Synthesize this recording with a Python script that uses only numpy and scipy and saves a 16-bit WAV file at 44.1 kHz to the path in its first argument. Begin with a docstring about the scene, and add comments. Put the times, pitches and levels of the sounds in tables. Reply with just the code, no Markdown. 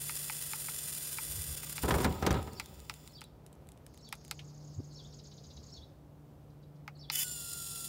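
"""First you hear rasping gears, close by and outdoors: a small servo winch is dragging a model truck.
The taut line pings as it slips on the drum, and the truck rumbles and knocks up onto a steel plate.
The winch stops. In the pause the line ticks and creaks, and birds twitter over a distant hum.
At the end the motor spins up again with a whine and reels in the line."""
import sys
import numpy as np
from scipy import signal
from scipy.fft import rfft, irfft
from scipy.io import wavfile
from scipy.ndimage import uniform_filter1d, map_coordinates

SR = 44100
rng = np.random.default_rng(int(sys.argv[2]) if len(sys.argv) > 2 else 0)


def int16_out(signal):
    """Quantize to a 16-bit WAV file."""
    q = np.round(np.clip(np.atleast_2d(signal).T, -1, 1) * 32767)
    wavfile.write(sys.argv[1], SR, q.astype(np.int16))


N = 347508
T = np.arange(N) / SR
HZ = np.fft.rfftfreq(N, 1 / SR)


def amp(db):
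    """Turns decibels into a number to multiply by."""
    return 10 ** (np.asarray(db) / 20)


def evened(x):
    """Scales a signal to an average strength (rms) of 1."""
    return x / np.sqrt(np.mean(x ** 2) + 1e-20)


def at_peak(x, db):
    """Scales a sound so that its peak is at db."""
    return amp(db) * x / abs(x).max()


def read(points, hz):
    """Looks up a table between its frequencies, with octaves evenly spaced."""
    f, value = np.transpose(points)
    return np.interp(np.log(hz + 1), np.log(f + 1), value)


def add(mix, s, sound):
    """Mixes a sound in, s seconds from the start."""
    part = mix[max(round(s * SR), 0):][:len(sound)]
    part += sound[:len(part)]


def wander(rate_hz):
    """A smooth random wobble; a higher rate makes it quicker."""
    return evened(irfft(rfft(rng.standard_normal(N)) * np.exp(-(HZ / rate_hz) ** 2), N))


def coloured(x, colour, modes=()):
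    """Gives x a colour (its balance of lows and highs) and modes (narrow peaks and dips)."""
    hz = np.fft.rfftfreq(len(x), 1 / SR)
    peaks = sum(db / (1 + (2 * (hz - f) / width) ** 4) for f, width, db in modes)
    return evened(irfft(rfft(x) * amp(read(colour, hz) + peaks), len(x)))


def envelope(start, end, rise_s, fall_db_per_s):
    """Rises from start, holds until end, then dies away."""
    rise = 1 - np.exp(-np.maximum(T - start, 0) / rise_s)
    return rise * amp(-fall_db_per_s * np.maximum(T - end, 0))


# the winch struggles, eases off and stops; later it restarts and the line goes taut
LABOUR_S, EASE_S, STOP_S, RESTART_S, TAUT_S = 1.555, 2.055, 3.08, 7.112, 7.235
FREE_HZ = 1495  # the motor's pitch on a slack line
# motor speed while reeling in (time [s], pitch [Hz])
REEL_SPEED = [(7.24, 1479), (7.412, 1384), (7.562, 1395), (7.588, 1381), (7.76, 1388), (7.778, 1362),
              (7.85, 1363)]


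def motor_speed(pull_hz=1400, sag_hz_per_s=130, spin_up_s=.008):
    """Speed as a pitch: the motor slows under load, races on the slack line, then settles."""
    pulling = pull_hz - sag_hz_per_s * np.minimum(T, EASE_S)
    racing = FREE_HZ * (1 - np.exp(-np.maximum(T - RESTART_S, 0) / spin_up_s))
    reeling = np.interp(T, *np.transpose(REEL_SPEED))
    speed = np.select([T < RESTART_S, T < TAUT_S], [pulling, racing], reeling)
    return speed * (1 + .0065 * wander(20))


# slightly lopsided gear wheels (speed [turns per tooth strike], ripple [dB])
WHEELS = [(1 / 61, 1.3), (2 / 61, 0.72), (5 / 56, 0.41)]


def gears(teeth, grit_db=2.5, hiss=.79, wear=.5, flicker_db=1.24):
    """Teeth strike unevenly and slide; lopsided wheels make the force ripple."""
    strikes = np.diff(np.floor(teeth), prepend=0) * amp(grit_db * np.clip(rng.standard_normal(N), -2, 2))
    # the small driving gear scrapes over the same worn spots on every turn
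    surface = rng.standard_normal(330)
    scrape = map_coordinates(surface, [teeth / 11 % 1 * len(surface)], order=3, mode="grid-wrap")
    clatter = evened(strikes * rng.standard_normal(N))
    rasp = .44 * clatter + wear * scrape + hiss * rng.standard_normal(N)
    ripple = sum(db * np.sin(2 * np.pi * (ratio * teeth + rng.random())) for ratio, db in WHEELS)
    return rasp * amp(ripple + flicker_db * wander(140))


def labouring(throb_hz=11.4, throb_db=.9, sag_db=-15, catch_s=1.577, turn_s=.0631):
    """The load throbs; close to stalling, the gears go quieter and catch twice a turn."""
    def catch(first_s, width_s, db):
        offset = (T - first_s + turn_s / 2) % turn_s - turn_s / 2
        return db * np.exp(-(offset / width_s) ** 4)
    surges = sag_db + catch(catch_s, width_s=.0125, db=13.3) + catch(catch_s + .026, .008, db=10.5)
    throb = throb_db * np.sin(2 * np.pi * (throb_hz * T + rng.random()))
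    return amp(uniform_filter1d(np.where(T < LABOUR_S, throb, surges), size=130))


# the gear case's colour when pulling, coasting, racing and reeling (frequency [Hz], level [dB])
PULL_CASE = [(240, -45), (400, -10.5), (763, -19), (1570, -11.5), (1780, -15.5), (1980, -12.5),
             (2210, -15.5), (3500, -12), (6180, -10), (9080, -1.5), (15800, -4.5)]
COAST_CASE = [(700, -22), (1200, -12), (2000, -14), (3400, -12), (5000, -11.5), (6300, -14.5), (7300, -7.7),
              (8700, -12.5), (10500, -14.5), (12000, -14), (13500, -9), (15800, -5)]
SPIN_CASE = [(350, -63), (600, -33), (757, -10), (880, -19.5), (2630, -10), (2930, -8), (4190, -13),
             (5070, -5), (13800, -2), (15800, -2)]
REEL_CASE = [(500, -40), (900, -19), (1400, -19), (2300, -22.5), (2700, -15.5), (3500, -7), (5000, -6.5),
             (7100, -4), (9200, 0.5), (12000, -4), (15800, -4)]
# its peaks and dips, plus extra ones when racing and reeling (frequency [Hz], width [Hz], boost [dB])
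CASE_MODES = [(1987, 150, 6.5), (2430, 90, 1.5), (2645, 280, 5.5), (3020, 210, 5.5), (3465, 216, 8.5),
              (3750, 190, -3), (3980, 130, 2.5), (4280, 200, -1), (4950, 680, 5), (5590, 230, 3.5),
              (6270, 420, -1.5), (7130, 370, 7), (7680, 300, -1.5), (8100, 250, -8), (9040, 410, 5.5),
              (10090, 320, -6), (10600, 700, 2.5), (11440, 510, -7), (12000, 380, 1.5), (13000, 1000, 1.5),
              (14600, 970, -6)]
SPIN_MODES = [(1830, 100, 4), (2210, 90, 6), (3000, 53, 12.5), (3480, 110, 5), (4180, 180, -5),
              (5170, 80, -2), (6700, 120, 7), (10050, 200, -6), (10400, 300, 6), (13800, 830, 6)]
REEL_MODES = [(2300, 250, -2), (2750, 90, -2), (3080, 270, -1.5), (3530, 180, -0.5), (3850, 160, -2),
              (4060, 98, 2), (4300, 230, -8), (5400, 150, 1), (6170, 730, -5), (7250, 160, 1),
              (7750, 300, -1), (8120, 140, 11), (8550, 200, -5), (9700, 270, -10), (10460, 280, 2)]


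def winch(pull_db=-39.7, coast_db=-59.5, spin_db=-31.7, reel_db=-42.7, rise_s=.003, cut_db_per_s=1800):
    """The gears rasp inside their case; after the restart the motor's whine joins in."""
    speed = motor_speed()
    teeth = np.cumsum(speed) / SR  # counts the tooth strikes so far
    drive = gears(teeth)
    pull = envelope(0, EASE_S, rise_s, cut_db_per_s) * labouring()
    # a softer whirr is left when the drive lets go
    unloading = amp(9.3 * np.exp(-(np.maximum(T - EASE_S, 0) / .4) ** 2))
    coast = envelope(LABOUR_S, STOP_S, rise_s, fall_db_per_s=95) * unloading
    spin = envelope(RESTART_S, TAUT_S, rise_s=.022, fall_db_per_s=cut_db_per_s)
    reel = envelope(TAUT_S, T[-1], rise_s, cut_db_per_s)
    rasp = amp(pull_db) * pull * coloured(drive, PULL_CASE, CASE_MODES)
    rasp += amp(coast_db) * coast * coloured(drive, COAST_CASE, CASE_MODES)
    rasp += amp(spin_db) * spin * coloured(drive, SPIN_CASE, CASE_MODES + SPIN_MODES)
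    rasp += amp(reel_db) * reel * coloured(drive, REEL_CASE, CASE_MODES + REEL_MODES)
    return rasp + whine(speed, teeth, spin, reel)


# the hum's low note (time [s], level [dB])
HUM_LEVEL = [(0, -53), (.95, -58.5), (1.6, -53), (2.6, -61.5), (4.15, -63), (4.45, -50), (5.1, -53),
             (5.65, -63), (6.95, -52.5), (7.4, -58), (7.88, -57)]
# the note an octave above it (time [s], level added to octave_db [dB])
OCTAVE_LEVEL = [(0, -8), (4.2, -6.5), (4.7, 1), (5.5, -7), (6.3, 4), (6.8, -2), (7.88, -8)]


def hum(pitch_hz=148.6, droop_per_s=.0022, octave_db=-68):
    """A distant machine hums on two notes that waver and slowly sink."""
    phase = 2 * np.pi * pitch_hz * np.cumsum(1 - droop_per_s * T + .0035 * wander(4.8)) / SR
    low = amp(np.interp(T, *np.transpose(HUM_LEVEL))) * np.sin(phase)
    octave = amp(octave_db + np.interp(T, *np.transpose(OCTAVE_LEVEL))) * np.sin(2 * phase)
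    return np.sqrt(2) * (low + octave)


# the colour of outdoor air (frequency [Hz], level [dB])
AIR_COLOUR = [(15, -55), (25, -29), (60, -4.5), (95, -8), (125, -7), (180, -10), (290, -16), (490, -17.5),
              (790, -23.5), (1930, -39), (7400, -47.5), (11700, -49), (15800, -47.5)]


def air(level_db=-56.5, swell_db=1):
    """A low wash of air that gently swells and fades."""
    return amp(level_db + swell_db * wander(1.33)) * coloured(rng.standard_normal(N), AIR_COLOUR)


# very high electronic tones (pitch [Hz], level [dB])
TONES = [(11763, -89.5), (14702, -93)]


def electronic_tones():
    """Electronics whistle faintly and steadily."""
    return np.sqrt(2) * sum(amp(db) * np.sin(2 * np.pi * hz * T) for hz, db in TONES)


# slips of the line (time [s], ping peak [dB], brightness [dB], snap peak [dB])
PINGS = [(.094, -29.5, -1.5, -57), (.297, -28, -8.5, -55), (.533, -27.5, -3, -48), (.684, -33, -22, -55),
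         (1.184, -29, -9, -50), (1.632, -38, -6, -55), (1.78, -29, -2.5, -49), (2.5978, -26, 1, -30),
         (2.8966, -25, 1, -31.5), (3.2159, -36, 1.5, -43), (4.126, -27.5, -2.5, -28.5),
         (4.3112, -26, 6.5, -27.5), (6.878, -33.5, -10, -55), (7.0996, -19, 11, -39)]
# the colour of a ping (frequency [Hz], level [dB])
PING_COLOUR = [(500, -50), (720, -12), (850, 2.5), (1100, -7), (1320, 3), (1700, -8.5), (2050, 0),
               (2450, 2.5), (2850, -4.5), (3400, -12), (4000, -7), (5000, -4), (7000, -20.5), (9000, -37),
               (16000, -25)]


def pings(lag_s=.0035, scatter=.64, ring_s=.06):
    """Each slip snaps and sends a wave along the line; its highs arrive first, making a tiny 'pew'."""
    out, t, hz = np.zeros(N), T[:4096], np.fft.rfftfreq(4096, 1 / SR)
    delay = lag_s * (1000 / np.maximum(hz, 500)) ** 1.5
    glide = np.exp(-2j * np.pi * np.cumsum(delay) * hz[1])
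    highs = np.exp(-(np.log2((hz + 1) / 4400) / .67) ** 2)  # harder slips ring more up here
    for s, db, bright_db, snap_db in PINGS:
        echoes = evened(rng.standard_normal(len(t)) * amp(-60 * t / ring_s)) / np.sqrt(len(t))
        spectrum = (1 + scatter * rfft(echoes)) * glide * amp(read(PING_COLOUR, hz) + bright_db * highs)
        ping = np.roll(irfft(spectrum), 64)  # leaves room for the start of the ping
        add(out, s - 48 / SR, at_peak(ping, db))
        add(out, s, snap(snap_db, length_s=.0028))
    return out


# the colour of a snap or tick (frequency [Hz], level [dB])
SNAP_COLOUR = [(600, -32), (2000, -3.5), (3500, -1.5), (5500, -6), (7300, -0.5), (8500, 0), (10500, -1.5),
               (13500, -9), (16000, -9.5)]


def snap(peak_db, length_s, ring_s=.09, ring_db=-17):
    """A dry crackle, then a brief ring of the frame."""
    t = T[:3000]
    shape = np.exp(-(t / length_s) ** 2) + amp(ring_db - 60 * t / ring_s)
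    return at_peak(coloured(rng.standard_normal(len(t)), SNAP_COLOUR) * shape, peak_db)


# soft low bumps (time [s], peak [dB], length [s], pitch [times normal])
BUMPS = [(1.308, -41.5, 0.038, 1.02), (1.384, -36, 0.049, 1.02), (1.511, -38.5, 0.092, 0.93),
         (4.795, -33, .016, 1.25), (4.803, -36, .008, 3.1), (5.581, -44.5, 0.034, 1.08),
         (5.809, -45.5, .04, 1.02)]
# their colour at normal pitch (frequency [Hz], level [dB])
BUMP_COLOUR = [(25, -30), (45, 2), (70, 22), (110, 2), (200, -9), (320, -17), (520, -41), (2000, -70)]


def bumps():
    """Dull pushes with no ring, each a short swell of deep noise."""
    out, t = np.zeros(N), T[:SR // 4]
    for s, db, length, pitch in BUMPS:
        push = rng.standard_normal(len(t)) * np.exp(-(2 * (t - t.mean()) / length) ** 2)
        bump = coloured(push, np.multiply(BUMP_COLOUR, [pitch, 1]))
        add(out, s - t.mean(), at_peak(bump, db))
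    return out


# lurches of the truck (start [s], end [s], level [dB], fade [dB per s])
LURCHES = [(1.829, 2.06, -33, 55), (2.222, 2.36, -33, 125)]
# the steel plate's colour (frequency [Hz], level [dB])
PLATE_COLOUR = [(21, -38), (35, -20), (65, 9), (298, -7.5), (434, -10.5), (672, -11), (979, -13),
                (1170, -25), (1270, -12.5), (1460, -24.5), (4000, -30.5), (5200, -42), (8800, -120)]
# its peaks and dips (frequency [Hz], width [Hz], boost [dB])
PLATE_MODES = [(62.3, 9.4, 7), (100, 15, -6), (122, 7.6, 2), (286, 33, 0), (389, 31, 8), (443, 13, 9),
               (538, 9.1, 8), (664, 98, -3), (766, 45, 4.5), (983, 83, 4), (1242, 33, 6.5), (1590, 20, 2.5),
               (1705, 20, 2)]


def plate_rumble(rise_s=.008, lumps_db=2, linger_db=-26):
    """The tyres lurch over the edge and shake the plate; the frame rings on faintly."""
    rumble = coloured(rng.standard_normal(N) * amp(lumps_db * wander(66)), PLATE_COLOUR, PLATE_MODES)
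    shake = np.zeros(N)
    for start, end, db, fade in LURCHES:
        shake += amp(db) * envelope(start, end, rise_s, fade)
        shake += amp(db + linger_db) * envelope(start, end, rise_s, fall_db_per_s=9)
    return shake * rumble


# blows on the plate (time [s], peak before gain_db [dB], treble before bright_db [dB])
KNOCKS = [(1.834, -26, -20), (1.882, -24, -20), (1.908, -17, -15), (1.941, -20.5, -24), (1.984, -24.5, -15),
          (2.003, -26.5, -12), (2.03, -24.5, -14), (2.046, -19, -15), (2.225, -21.5, -16),
          (2.265, -17, -11.5), (2.307, -21, -10.5), (2.342, -25.5, -17), (2.474, -38, -27)]
# the colour of a blow (frequency [Hz], level [dB])
KNOCK_COLOUR = [(40, -25), (100, 0), (400, -3.5), (900, -7.5), (1500, -9.5), (2500, -15), (6000, -13),
                (10000, -22), (16000, -22)]
# how long it rings (frequency [Hz], time to fade by 60 dB [s])
KNOCK_RING = [(70, 0.33), (500, .17), (1500, 0.11), (4000, 0.06), (12000, 0.037)]


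def knocks(gain_db=1, bright_db=8):
    """The truck knocks on the steel plate; the highs die away first."""
    out = np.zeros(N)
    for s, db, treble_db in KNOCKS:
        noise = coloured(rng.standard_normal(SR // 3), KNOCK_COLOUR, PLATE_MODES)
        hz, t, bands = signal.stft(noise, SR, nperseg=256)
        tilt_db = (treble_db + bright_db) / (1 + (3500 / (hz + 1)) ** 4)
        fade_db = 60 * t / read(KNOCK_RING, hz)[:, None]
        blow = signal.istft(bands * amp(tilt_db[:, None] - fade_db), SR, nperseg=256)[1]
        add(out, s, at_peak(blow, db + gain_db))
    return out


# small dry ticks (time [s], peak [dB])
TICKS = [(2.1258, -34), (2.3281, -32), (2.4284, -33.5), (2.5331, -38), (2.6594, -36.5), (2.802, -38.5),
         (2.9396, -37), (3.0759, -36.5), (3.209, -40.5), (3.24, -41), (3.464, -41), (3.5285, -48),
         (3.689, -43.5), (3.719, -43.5), (3.865, -41), (3.9443, -47), (3.9758, -43), (4.0896, -41),
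         (4.1533, -44), (4.2492, -43), (4.2802, -43)]


def ticks(faint_count=6, faint_db=-54, faint_span_s=(3.5, 4.3)):
    """The taut line and the gears tick as they settle, with a few fainter ticks at random."""
    out = np.zeros(N)
    slots = (np.arange(faint_count) + rng.random(faint_count)) / faint_count
    times = np.interp(slots, [0, 1], faint_span_s)
    levels = faint_db + 2 * rng.standard_normal(faint_count)
    for s, db in TICKS + list(zip(times, levels)):
        add(out, s, snap(db, length_s=.0016))
    return out


def sing(mix, start, db, glide, roughness):
    """Adds one bird note: a trembling, sliding whistle, never twice quite the same."""
    s, hz = np.transpose(glide)
    t = np.arange(s.min(), s.max(), 1 / SR)
    tremble = evened(uniform_filter1d(rng.standard_normal(len(t)), size=24))
    pitch = uniform_filter1d(np.interp(t, s, hz), size=200)
    pitch *= 1 + .0165 * rng.standard_normal() + roughness * tremble
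    whistle = np.sin(2 * np.pi * np.cumsum(pitch) / SR) * signal.windows.tukey(len(t), .7)
    add(mix, start + s[0], amp(db + 1.5 * rng.standard_normal()) * whistle)


# each time the phrase is sung (time [s], base level [dB])
PHRASES = [(2.548, -55), (3.129, -55.5), (4.022, -56.5), (4.944, -54), (5.718, -52.5), (6.988, -55)]
# its notes (added level [dB], list of (time in the phrase [s], pitch [Hz]))
PHRASE_NOTES = [(-6, [(-.04, 4000), (-.03, 4600), (-.012, 3900)]), (-15, [(-.02, 8700), (-.012, 7400),
                (0, 6000)]), (-1, [(-.003, 4600), (.009, 5430), (.022, 5330), (.032, 4900)]),
                (-5, [(.03, 5000), (.042, 4150), (.055, 3550), (.08, 3100)]), (1, [(.016, 4100),
                (.028, 4550), (.04, 4650), (.048, 3900)]), (-3, [(.052, 5100), (.066, 3600)]),
                (-7.5, [(.09, 3000), (.118, 4000), (.135, 3000)])]


def bird_phrases(gain_db=-.2):
    """A bird repeats one short phrase."""
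    out = np.zeros(N)
    for s, db in PHRASES:
        for note_db, glide in PHRASE_NOTES:
            sing(out, s, db + note_db + gain_db, glide, roughness=.026)
    return out


TRILL_START_S, TRILL_END_S = 3.847, 5.75
# one round of the trill (added level [dB], list of (time in the round [s], pitch [Hz]))
TRILL_NOTES = [(-5.5, [(0, 8200), (.008, 6680), (.019, 5940)]), (-5.5, [(.031, 7840), (.038, 6620),
               (.047, 6050)]), (-11.5, [(.058, 4500), (.078, 6040)])]


def bird_trill(level_db=-56, round_s=.0991):
    """Three high notes go round and round in a swelling trill."""
    out = np.zeros(N)
    for s in np.arange(TRILL_START_S, TRILL_END_S, round_s):
        for note_db, glide in TRILL_NOTES:
            sing(out, s, level_db + note_db, glide, roughness=.0081)
    return out * envelope(TRILL_START_S, T[-1], rise_s=.25, fall_db_per_s=0)


# the colour of the trill's blurred echo (frequency [Hz], level [dB])
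TWITTER_COLOUR = [(1500, -51), (2900, -11.5), (3700, -3.5), (5000, 8), (5900, 1), (6600, 5.5), (7400, -13),
                  (8600, -14), (12000, -40)]


def twitter(level_db=-68):
    """The trill's diffuse echo blurs into a flickering hiss behind it."""
    swell = envelope(TRILL_START_S, TRILL_END_S, rise_s=.12, fall_db_per_s=110)
    return swell * amp(level_db + 2 * wander(40)) * coloured(rng.standard_normal(N), TWITTER_COLOUR)


# the colour of the creak (frequency [Hz], level [dB])
CREAK_COLOUR = [(600, -40), (1400, -14), (2000, -9), (2500, 0), (3600, -2), (4500, -11), (8000, -22),
                (16000, -32)]


def creak(start_s=4.391, peak_db=-38.5, rise_s=.001, fade_s=.075):
    """The line rubs once, briefly, against the drum."""
    out, t = np.zeros(N), T[:4096]
    shape = (1 - np.exp(-t / rise_s)) * amp(-60 * t / fade_s)
    rub = coloured(rng.standard_normal(len(t)), CREAK_COLOUR) * shape
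    add(out, start_s, at_peak(rub, peak_db))
    return out


# bursts of chatter (start [s], notes [count], spacing [s], level [dB])
CHATTERS = [(5.12, 9, .063, -57.5), (6.495, 3, .128, -73)]
# one falling note (time [s], pitch [Hz])
CHIP_GLIDE = [(0, 5250), (.01, 4690), (.024, 3810)]


def bird_chatter():
    """A farther bird chatters in harsh, evenly spaced notes."""
    out = np.zeros(N)
    for start, count, spacing, db in CHATTERS:
        for s in start + spacing * np.arange(count):
            sing(out, s, db, CHIP_GLIDE, roughness=.14)
    return out


# the tones in the whine (pitch [times the motor's], relative level [dB], flutter [radians])
WHINE_TONES = [(1, 0, .25), (2, -5, .45), (3, -5, .6), (5, 2.5, .6), (6, 0, .55)]


def whine(speed, teeth, spin, reel, spin_db=-60, reel_db=-54.5, db_per_hz=.04, case_hz=7290):
    """The motor's tones grow with speed; one sings out as it passes a pitch where the case rings."""
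    tones = np.zeros(N)
    for multiple, db, flutter in WHINE_TONES:
        ring_db = 6 / (1 + ((multiple * speed - case_hz) / 170) ** 4)
        phase = 2 * np.pi * multiple * teeth + flutter * wander(110)
        tones += amp(db + ring_db + 2 * wander(15)) * np.sin(phase)
    running = amp(spin_db) * spin + amp(reel_db) * reel
    return np.sqrt(2) * running * amp(db_per_hz * (speed - FREE_HZ)) * tones


def yard_echo(sound, near_s=.12, far_s=.6):
    """Near walls answer quickly; far ones leave a faint tail."""
    t = T[:SR // 2]
    echoes = rng.standard_normal(len(t)) * (amp(-60 * t / near_s) + amp(-11 - 60 * t / far_s))
    return signal.fftconvolve(sound, echoes / np.linalg.norm(echoes))[:N]


def scene():
    """Winch, truck, birds and background, all at one microphone."""
    close = winch() + pings() + ticks() + creak() + knocks() + plate_rumble() + bumps()
    song = bird_trill() + bird_phrases() + bird_chatter()
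    birds = song + .8 * yard_echo(song) + twitter()
    return (close + birds + hum() + air() + electronic_tones())[None]


def record(dry):
    """Cuts away the very highest treble, above 15770 Hz."""
    low_pass = signal.firwin(511, 15770, window=("kaiser", 9), fs=SR)
    return signal.oaconvolve(dry, low_pass[None], "same")


dry = scene()
out = record(dry)
int16_out(out)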